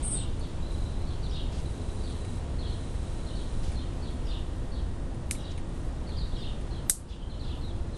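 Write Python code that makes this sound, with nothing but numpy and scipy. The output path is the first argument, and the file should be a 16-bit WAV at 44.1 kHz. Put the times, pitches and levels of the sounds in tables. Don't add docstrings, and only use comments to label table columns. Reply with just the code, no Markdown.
import sys
import numpy as np
from scipy import signal
from scipy.fft import rfft, irfft
from scipy.io import wavfile
from scipy.ndimage import uniform_filter1d, minimum_filter1d

SR = 44100
rng = np.random.default_rng(int(sys.argv[2]) if len(sys.argv) > 2 else 0)


def put_to_file(sound):
    columns = np.atleast_2d(sound).T
    safe = np.clip(columns, -1, 1)
    whole_steps = np.round(safe * 32767)
    wavfile.write(sys.argv[1], SR, whole_steps.astype(np.int16))


def makeup_ratio(level_db):
    decades = np.asarray(level_db, float) / 20
    return 10 ** decades


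N = 351477


def rms_one(x):
    return x / np.sqrt(np.mean(x ** 2) + 1e-20)


def in_time(rows):
    s, *columns = np.transpose(rows)
    return [np.interp(np.arange(N) / SR, s, c) for c in columns]


def coloured(spectrum):
    hz, level_db = np.transpose(spectrum)
    log_f = np.log(np.fft.rfftfreq(N, 1 / SR) + 1e-3)
    gain = makeup_ratio(np.interp(log_f, np.log(hz), level_db, -99, -99))
    return rms_one(irfft(rfft(rng.standard_normal(N)) * gain, N))


def resonate(x, hz, width_hz):
    r = np.exp(-np.pi * width_hz / SR)
    feedback = [1, -2 * r * np.cos(2 * np.pi * hz / SR), r * r]
    return signal.lfilter(np.array([1, 0, -1]) * (1 - r * r) / 2, feedback, x + 1e-18)


def whistle(hz):
    return np.sin(2 * np.pi * np.cumsum(hz) / SR)


def add(track, s, piece):
    i = round(s * SR)
    track[i:i + len(piece)] += piece[:N - i]


def echoes(x, t60, wet_db, gap_s):
    t = np.arange(round(.5 * SR)) / SR
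    cloud = rng.standard_normal(len(t)) * makeup_ratio(-60 * t / t60) * (t > gap_s)
    return x + makeup_ratio(wet_db) * signal.fftconvolve(x, cloud / np.sqrt(np.sum(cloud ** 2)))[:N]


def strokes(rows, attack_s, release_s):
    t, out = np.arange(N) / SR, np.zeros(N)
    for s, length_s, start_db, end_db in rows:
        edge = np.clip(np.minimum((t - s) / attack_s, (s + length_s - t) / release_s + 1), 0, 1)
        out += edge ** 2 * makeup_ratio(np.interp(t, [s, s + length_s], [start_db, end_db]))
    return out


def grains(per_s, spread_db):
    happens = rng.random(N) < per_s / SR
    size = makeup_ratio(spread_db * np.minimum(rng.exponential(1, N), 4))
    return happens * size * rng.choice([-1, 1], N)


# f/Hz, level/dB per Hz
TRAFFIC = [(7.1, -41), (12, 1.5), (27, -2), (76, -4), (103, -10), (140, -13), (207, -18.5), (259, -18.5),
           (305, -21.5), (338, -24), (366, -24), (611, -28), (1600, -40), (2080, -46), (3520, -120)]
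# f/Hz, level/dB per Hz
AIR = [(900, 7.5), (1500, -16), (2200, -2), (3000, -1), (3900, -1.5), (4600, -5.5), (6000, -8),
       (8000, -7.5), (9500, -7), (10500, -15.5), (11500, -13.5), (12500, -16.5), (13200, -21.5)]
# t/s, level/dB
BREEZE = [
    (0, -50.5),
    (.3, -55),
    (4, -55),
    (5, -58.5),
    (6.4, -56.5),
    (7.97, -58.5),
]
# f/Hz, width/Hz, level/dB, start t/s, end t/s
HUM = [(339.5, 3, -53.5, -1, 9), (252.4, 11.6, -56.5, 0, 7.4), (510.4, 14, -61, 0.12, 6.2),
       (419, 3, -54, 1.6, 2.2), (1865, 120, -67, 2.2, 6.8)]
TRAFFIC_DB, TRAFFIC_FOLLOWS = -31.5, .3


def background():
    air_db, = in_time(BREEZE)
    traffic_db = TRAFFIC_DB + TRAFFIC_FOLLOWS * (air_db - air_db.mean())
    out = makeup_ratio(traffic_db) * coloured(TRAFFIC) + makeup_ratio(air_db) * coloured(AIR)
    white, t = rng.standard_normal(N), np.arange(N) / SR
    for hz, w, db, start, end in HUM:
        running = np.clip(np.minimum(t - start, end - t) / 0.46 + 1, 0, 1)
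        wander = rms_one(signal.lfilter([1], [1, -np.exp(-2 * np.pi * w / SR)], white))
        out += makeup_ratio(db + 2) * running * whistle(hz + .6 * w * wander)
    return out


# start t/s, length t/s, first gap t/s, level/dB
TRILLS = [
    (.6251, .39, .0402, -44),
    (1.6148, .745, .0416, -45.5),
    (2.7909, .86, .0424, -48),
]
TRILL_HZ, TRILL_S = 4050, 0.018
QUICKEN_S, PULSE_SPREAD_DB, PULSE_JITTER_S = .00052, 2.5, .001
TRILL_FADE_DB_PER_S = 3.5


def insect():
    out, t, k = np.zeros(N), np.arange(round(TRILL_S * SR)) / SR, np.arange(30)
    for start, length_s, gap_s, db in TRILLS:
        after = k * gap_s - QUICKEN_S * k * (k - 1) / 2
        for dt, (late, loud, off) in zip(after, rng.standard_normal((len(k), 3))):
            if dt < length_s:
                f = TRILL_HZ * (1.06 + .012 * off - 0.161 * t / TRILL_S)
                pulse = np.hanning(len(t)) * whistle(f)
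                pulse_db = db - 7 - TRILL_FADE_DB_PER_S * dt + PULSE_SPREAD_DB * loud
                add(out, start + dt + PULSE_JITTER_S * late - TRILL_S / 4, makeup_ratio(pulse_db) * pulse)
    return echoes(out, 0.36, -0.5, 0.0088)


# t/s, centre f/Hz, swing f/Hz, level/dB
BUZZ = [
    (.027, 8830, 800, -39),
    (.04, 8900, 850, -34.5),
    (.095, 9100, 850, -35.5),
    (.104, 8850, 800, -43),
    (.112, 8700, 696, -31),
    (.175, 8340, 550, -37),
    (.195, 8220, 500, -42),
    (.235, 8150, 396, -52),
]
BUZZ_PER_S = 320
BUZZ_TILT_DB = -2


def buzzer():
    hz, swing, db = in_time(BUZZ)
    t = np.arange(N) / SR
    wobble = rms_one(resonate(rng.standard_normal(N), 45, 57))
    sweep = whistle(BUZZ_PER_S * (1 + .14 * wobble))
    calling = (t > BUZZ[0][0]) & (t < BUZZ[-1][0])
    call = makeup_ratio(db + BUZZ_TILT_DB * sweep) * calling * whistle(hz + swing * sweep)
    call = signal.sosfilt(signal.cheby1(6, 1, [7980, 9900], "band", fs=SR, output="sos"), call)
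    return echoes(call, 0.15, 1.7, 0.0062)


# t/s, f/Hz, level/dB
CHEEP = [
    [(0, 4513, 8), (.008, 4500, 5.5), (.03, 4336, 3), (.046, 3326, 4.5), (.056, 4356, 3), (.068, 3400, 0.5),
     (.08, 3226, 4.5), (.092, 3080, -18)],
]
CHIRRUP = [
    [(0, 5700, -3), (.018, 5300, -11), (.026, 4800, 2), (.034, 5000, -29), (.05, 4730, -5),
     (.064, 4300, -9), (.075, 4000, 3.5), (.095, 4630, -12), (.105, 4200, -15)],
    [(.022, 2570, 1), (.043, 3730, -2.5), (.058, 3650, 3), (.074, 3500, 1), (.087, 2560, -2),
     (.11, 3805, 4), (.128, 3000, 4.5), (.142, 2480, -3.5)],
]
CHIP = [
    [(0, 4430, 8), (.01, 4550, -7.5), (.025, 4050, 2), (.035, 4400, -8), (.055, 3900, -6.5),
     (.075, 3400, 0)],
]
PEEP = [
    [(0, 3150, -1), (.035, 3220, 0), (.07, 3050, 9)],
]
RISE = [
    [(0, 3300, 2), (.02, 3900, -5), (.036, 4300, 3), (.045, 3500, 5), (.06, 2890, 4)],
]
# t/s, level/dB, pitch factor, stretch
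CHEEPS = [(.405, -57, 1, 0.63), (1.065, -58.5, 0.98, 1), (2.029, -56.5, 1.01, 1.02),
          (2.584, -53.5, 0.96, 1.12), (2.671, -56, 0.97, 0.97), (3.263, -55.5, 0.93, 0.68),
          (3.35, -56, 0.98, 0.92), (3.754, -55, 0.95, 0.89), (4.02, -56.5, 1, 0.87),
          (4.714, -58, 0.99, 1.1), (5.364, -58, 0.86, 0.66), (6.066, -57.5, 0.99, 1.27),
          (6.703, -58.5, 0.96, 1), (7.296, -55.5, 0.93, 0.65), (7.93, -61, 0.92, 0.87)]
CHIRRUPS = [
    (.105, -50.5, 1.02, 0.92),
    (1.29, -48, 1.035, 0.87),
    (4.25, -49.5, 1, 0.84),
    (5.391, -54.5, 1.07, 0.82),
    (6.366, -50, 1, 0.88),
    (7.074, -52.5, 0.96, 0.47),
    (7.43, -53.5, 0.97, 0.79),
]
CHIPS = [
    (1.228, -46, 1, 0.6),
    (6.168, -43.5, 1.05, 0.87),
    (7.61, -52, .94, 1.5),
    (7.395, -48, .98, 0.68),
]
PEEPS = [
    (7.195, -56, 1, 0.67),
    (5.07, -81, 2.1, 0.56),
]
RISES = [
    (6.318, -52, 1, 1),
]
WARBLE, CLEAN_WARBLE = .04, .01


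def sparrows():
    out = np.zeros(N)
    for shape, calls in ((CHEEP, CHEEPS), (CHIRRUP, CHIRRUPS), (CHIP, CHIPS), (PEEP, PEEPS), (RISE, RISES)):
        depth = CLEAN_WARBLE if shape is CHIRRUP else WARBLE
        for s, db, pitch, stretch in calls:
            for voice in shape:
                at, hz, level_db = np.transpose(voice)
                t = np.arange(at[0] * stretch, at[-1] * stretch, 1 / SR)
                warble = 1 + depth * np.sin(2 * np.pi * 120 * t)
                f = pitch * np.interp(t, at * stretch, hz) * warble
                loudness = makeup_ratio(db + np.interp(t, at * stretch, level_db))
                add(out, s + t[0], loudness * signal.windows.tukey(len(t), .15) * whistle(f))
    return echoes(out, .45, 2, .004)


# f/Hz, width/Hz, level/dB
TEETH = [(6450, 1900, 4), (7950, 600, 7.5), (9140, 300, 10.5), (8700, 500, 5), (11430, 1300, -11.5)]
# start t/s, length t/s, start level/dB, end level/dB
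BOUTS = [
    (.68, 0.24, -60, -64),
    (1.53, 0.84, -61, -59),
    (2.64, 1.1, -62, -60),
    (3.9, 1.7, -72, -72),
    (5.69, 0.17, -63, -65),
    (7.92, .1, -59, -53),
]
BITE_ATTACK_S, BITE_RELEASE_S = 0.056, .09
# start t/s, length t/s, start level/dB, end level/dB
SHIFTS = [
    (.385, .015, -63, -64),
    (1.51, 0.093, -53, -53.5),
    (3.62, 0.13, -51, -59),
    (5.49, 0.028, -67, -52),
    (7.08, .09, -54, -59),
]
PAW_ATTACK_S, PAW_RELEASE_S = 0.014, .025


def gnawing():
    slips = grains(5000, 2.5)
    scrape = rms_one(sum(makeup_ratio(db) * resonate(slips, hz, w) for hz, w, db in TEETH))
    rustle = rms_one(resonate(resonate(grains(5400, 2), 2900, 5500), 2500, 5500))
    bites = strokes(BOUTS, BITE_ATTACK_S, BITE_RELEASE_S) * scrape
    return bites + strokes(SHIFTS, PAW_ATTACK_S, PAW_RELEASE_S) * rustle


# f/Hz, width/Hz, level/dB in the first crack and the ticks, level/dB in the second
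SHELL = [(1280, 700, -15, -22.5), (1980, 420, -6.5, -16), (2300, 470, -1, -14), (3000, 530, -7.5, -20.5),
         (3840, 390, -9.5, -20), (5170, 840, -10, -14), (6250, 450, -8, -15.5), (7300, 550, -15, -11),
         (8400, 1600, -1, 3.5), (9400, 770, 5, -2.5), (10700, 2000, -30, -3)]


def shell(low, high, order):
    out = np.zeros(N)
    for k, (hz, w, *level_db) in enumerate(SHELL):
        ring = resonate(high if hz > 5000 else low, hz, w) * SR / (2 * np.pi * w)
        out += (-1) ** k * makeup_ratio(level_db[order]) * ring
    return out


# t/s, level/dB, leaf scatter level/dB, scatter tilt/dB per octave
CRACKS = [
    (5.3103, -17.5, -26, -0.5),
    (6.8967, -5, -21.5, 5.5),
]
# t/s, level/dB in the first crack, level/dB in the second
SPLINTERS = [
    (-.0018, -30, -26),
    (-.0008, -26, -18),
    (0, -22, -4),
    (.0003, -20, -5),
    (.0006, 3, -9),
    (.0009, -13, 4),
    (.00128, -20, -4),
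]
# f/Hz, level/dB, time to fall 60 dB t/s
SCATTER = [(1570, -9, 0.074), (3000, -19, .1), (4500, -10, 0.29), (6400, -10, 0.26), (8740, 4, 0.22),
           (11500, -33, 0.164)]
# t/s, peak level/dB, brightness/dB
TICKS = [(0.3955, -41.5, 4), (0.7183, -44, 0), (2.1006, -43, 0), (2.2493, -43, -4), (2.8098, -48, 7),
         (3.718, -44, -3), (4.1051, -50, 0), (5.146, -49, 0), (5.35, -44, -7), (5.578, -42, -5.5),
         (5.6924, -52, 0), (6.092, -51, -11), (6.6129, -45, 4), (7.7648, -54, -1)]


def nut():
    out, t = np.zeros(N), np.arange(round(.3 * SR)) / SR
    for c, (s, db, scatter_db, tilt_db) in enumerate(CRACKS):
        clicks = np.zeros(N)
        for k, (dt, *step_db) in enumerate(SPLINTERS):
            clicks[round((s + dt) * SR)] = (-1) ** k * makeup_ratio(db + step_db[c])
        out += shell(clicks, clicks, order=c)
        lumps = makeup_ratio(1.4 * rms_one(resonate(rng.standard_normal(len(t)), 260, 250)))
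        for hz, level_db, t60 in SCATTER:
            noise = rng.standard_normal(len(t))
            band = rms_one(resonate(resonate(noise, hz, 0.49 * hz), hz, 0.49 * hz))
            fall = makeup_ratio(-60 * t / t60) + makeup_ratio(2 - 60 * t / .07)
            rise = np.minimum(t / 0.0011, 1)
            band_db = db + scatter_db + level_db + tilt_db * np.log2(hz / 8800)
            add(out, s + 0.0021, makeup_ratio(band_db) * band * lumps * fall * rise)
    low, high = np.zeros(N), np.zeros(N)
    for s, db, bright_db in TICKS:
        i = round(s * SR)
        low[i], high[i] = makeup_ratio(db - bright_db + 3), makeup_ratio(db)
    return out + echoes(shell(low, high, order=0), 0.055, 0.4, 0.0019)


def scene():
    return (background() + insect() + buzzer() + sparrows() + gnawing() + nut())[None]


# f/Hz, level/dB over the air hiss at 10 kHz
KEPT = [(9800, -30), (10200, -7), (10700, -3), (11400, -1.2), (11700, 2), (12000, 28), (12950, 32),
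        (13100, 70)]
MASKED_DB = -30


def thin_out(x):
    hz, _, cells = signal.stft(x, SR, nperseg=2048, noverlap=1536)
    power = uniform_filter1d(uniform_filter1d(np.abs(cells) ** 2, size=5, axis=1), size=3, axis=0)
    level_db = 10 * np.log10(power + 1e-20)
    hiss_db = np.median(level_db[(hz > 9900) & (hz < 10300)], axis=0)
    hiss_db = 1 + signal.medfilt(np.pad(hiss_db, 60, "median"), 61)[60:-60]
    faint_db = hiss_db + np.interp(hz, *np.transpose(KEPT))[:, None]
    masked_db = MASKED_DB - minimum_filter1d(-level_db, size=220, axis=0, origin=65)
    keep = (level_db > np.maximum(faint_db, masked_db)) | (hz[:, None] < 4000)
    return signal.istft(cells * keep, SR, nperseg=2048, noverlap=1536)[1][:N]


def roll_off(x):
    return signal.sosfilt(signal.butter(12, 13040, fs=SR, output="sos"), x)


def record(dry):
    over_db = np.maximum(20 * np.log10(np.abs(dry[0]) + 1e-9) + 11.0, 0)
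    creep = 13.6 * np.arange(N) / SR
    held = np.maximum.accumulate(over_db + creep) - creep
    r = np.exp(-1 / (0.0061 * SR))
    gain = makeup_ratio(-signal.lfilter([1 - r], [1, -r], held))
    mix = thin_out(dry[0] * gain)[None]
    return roll_off(mix)


dry = scene()
out = record(dry)
put_to_file(out)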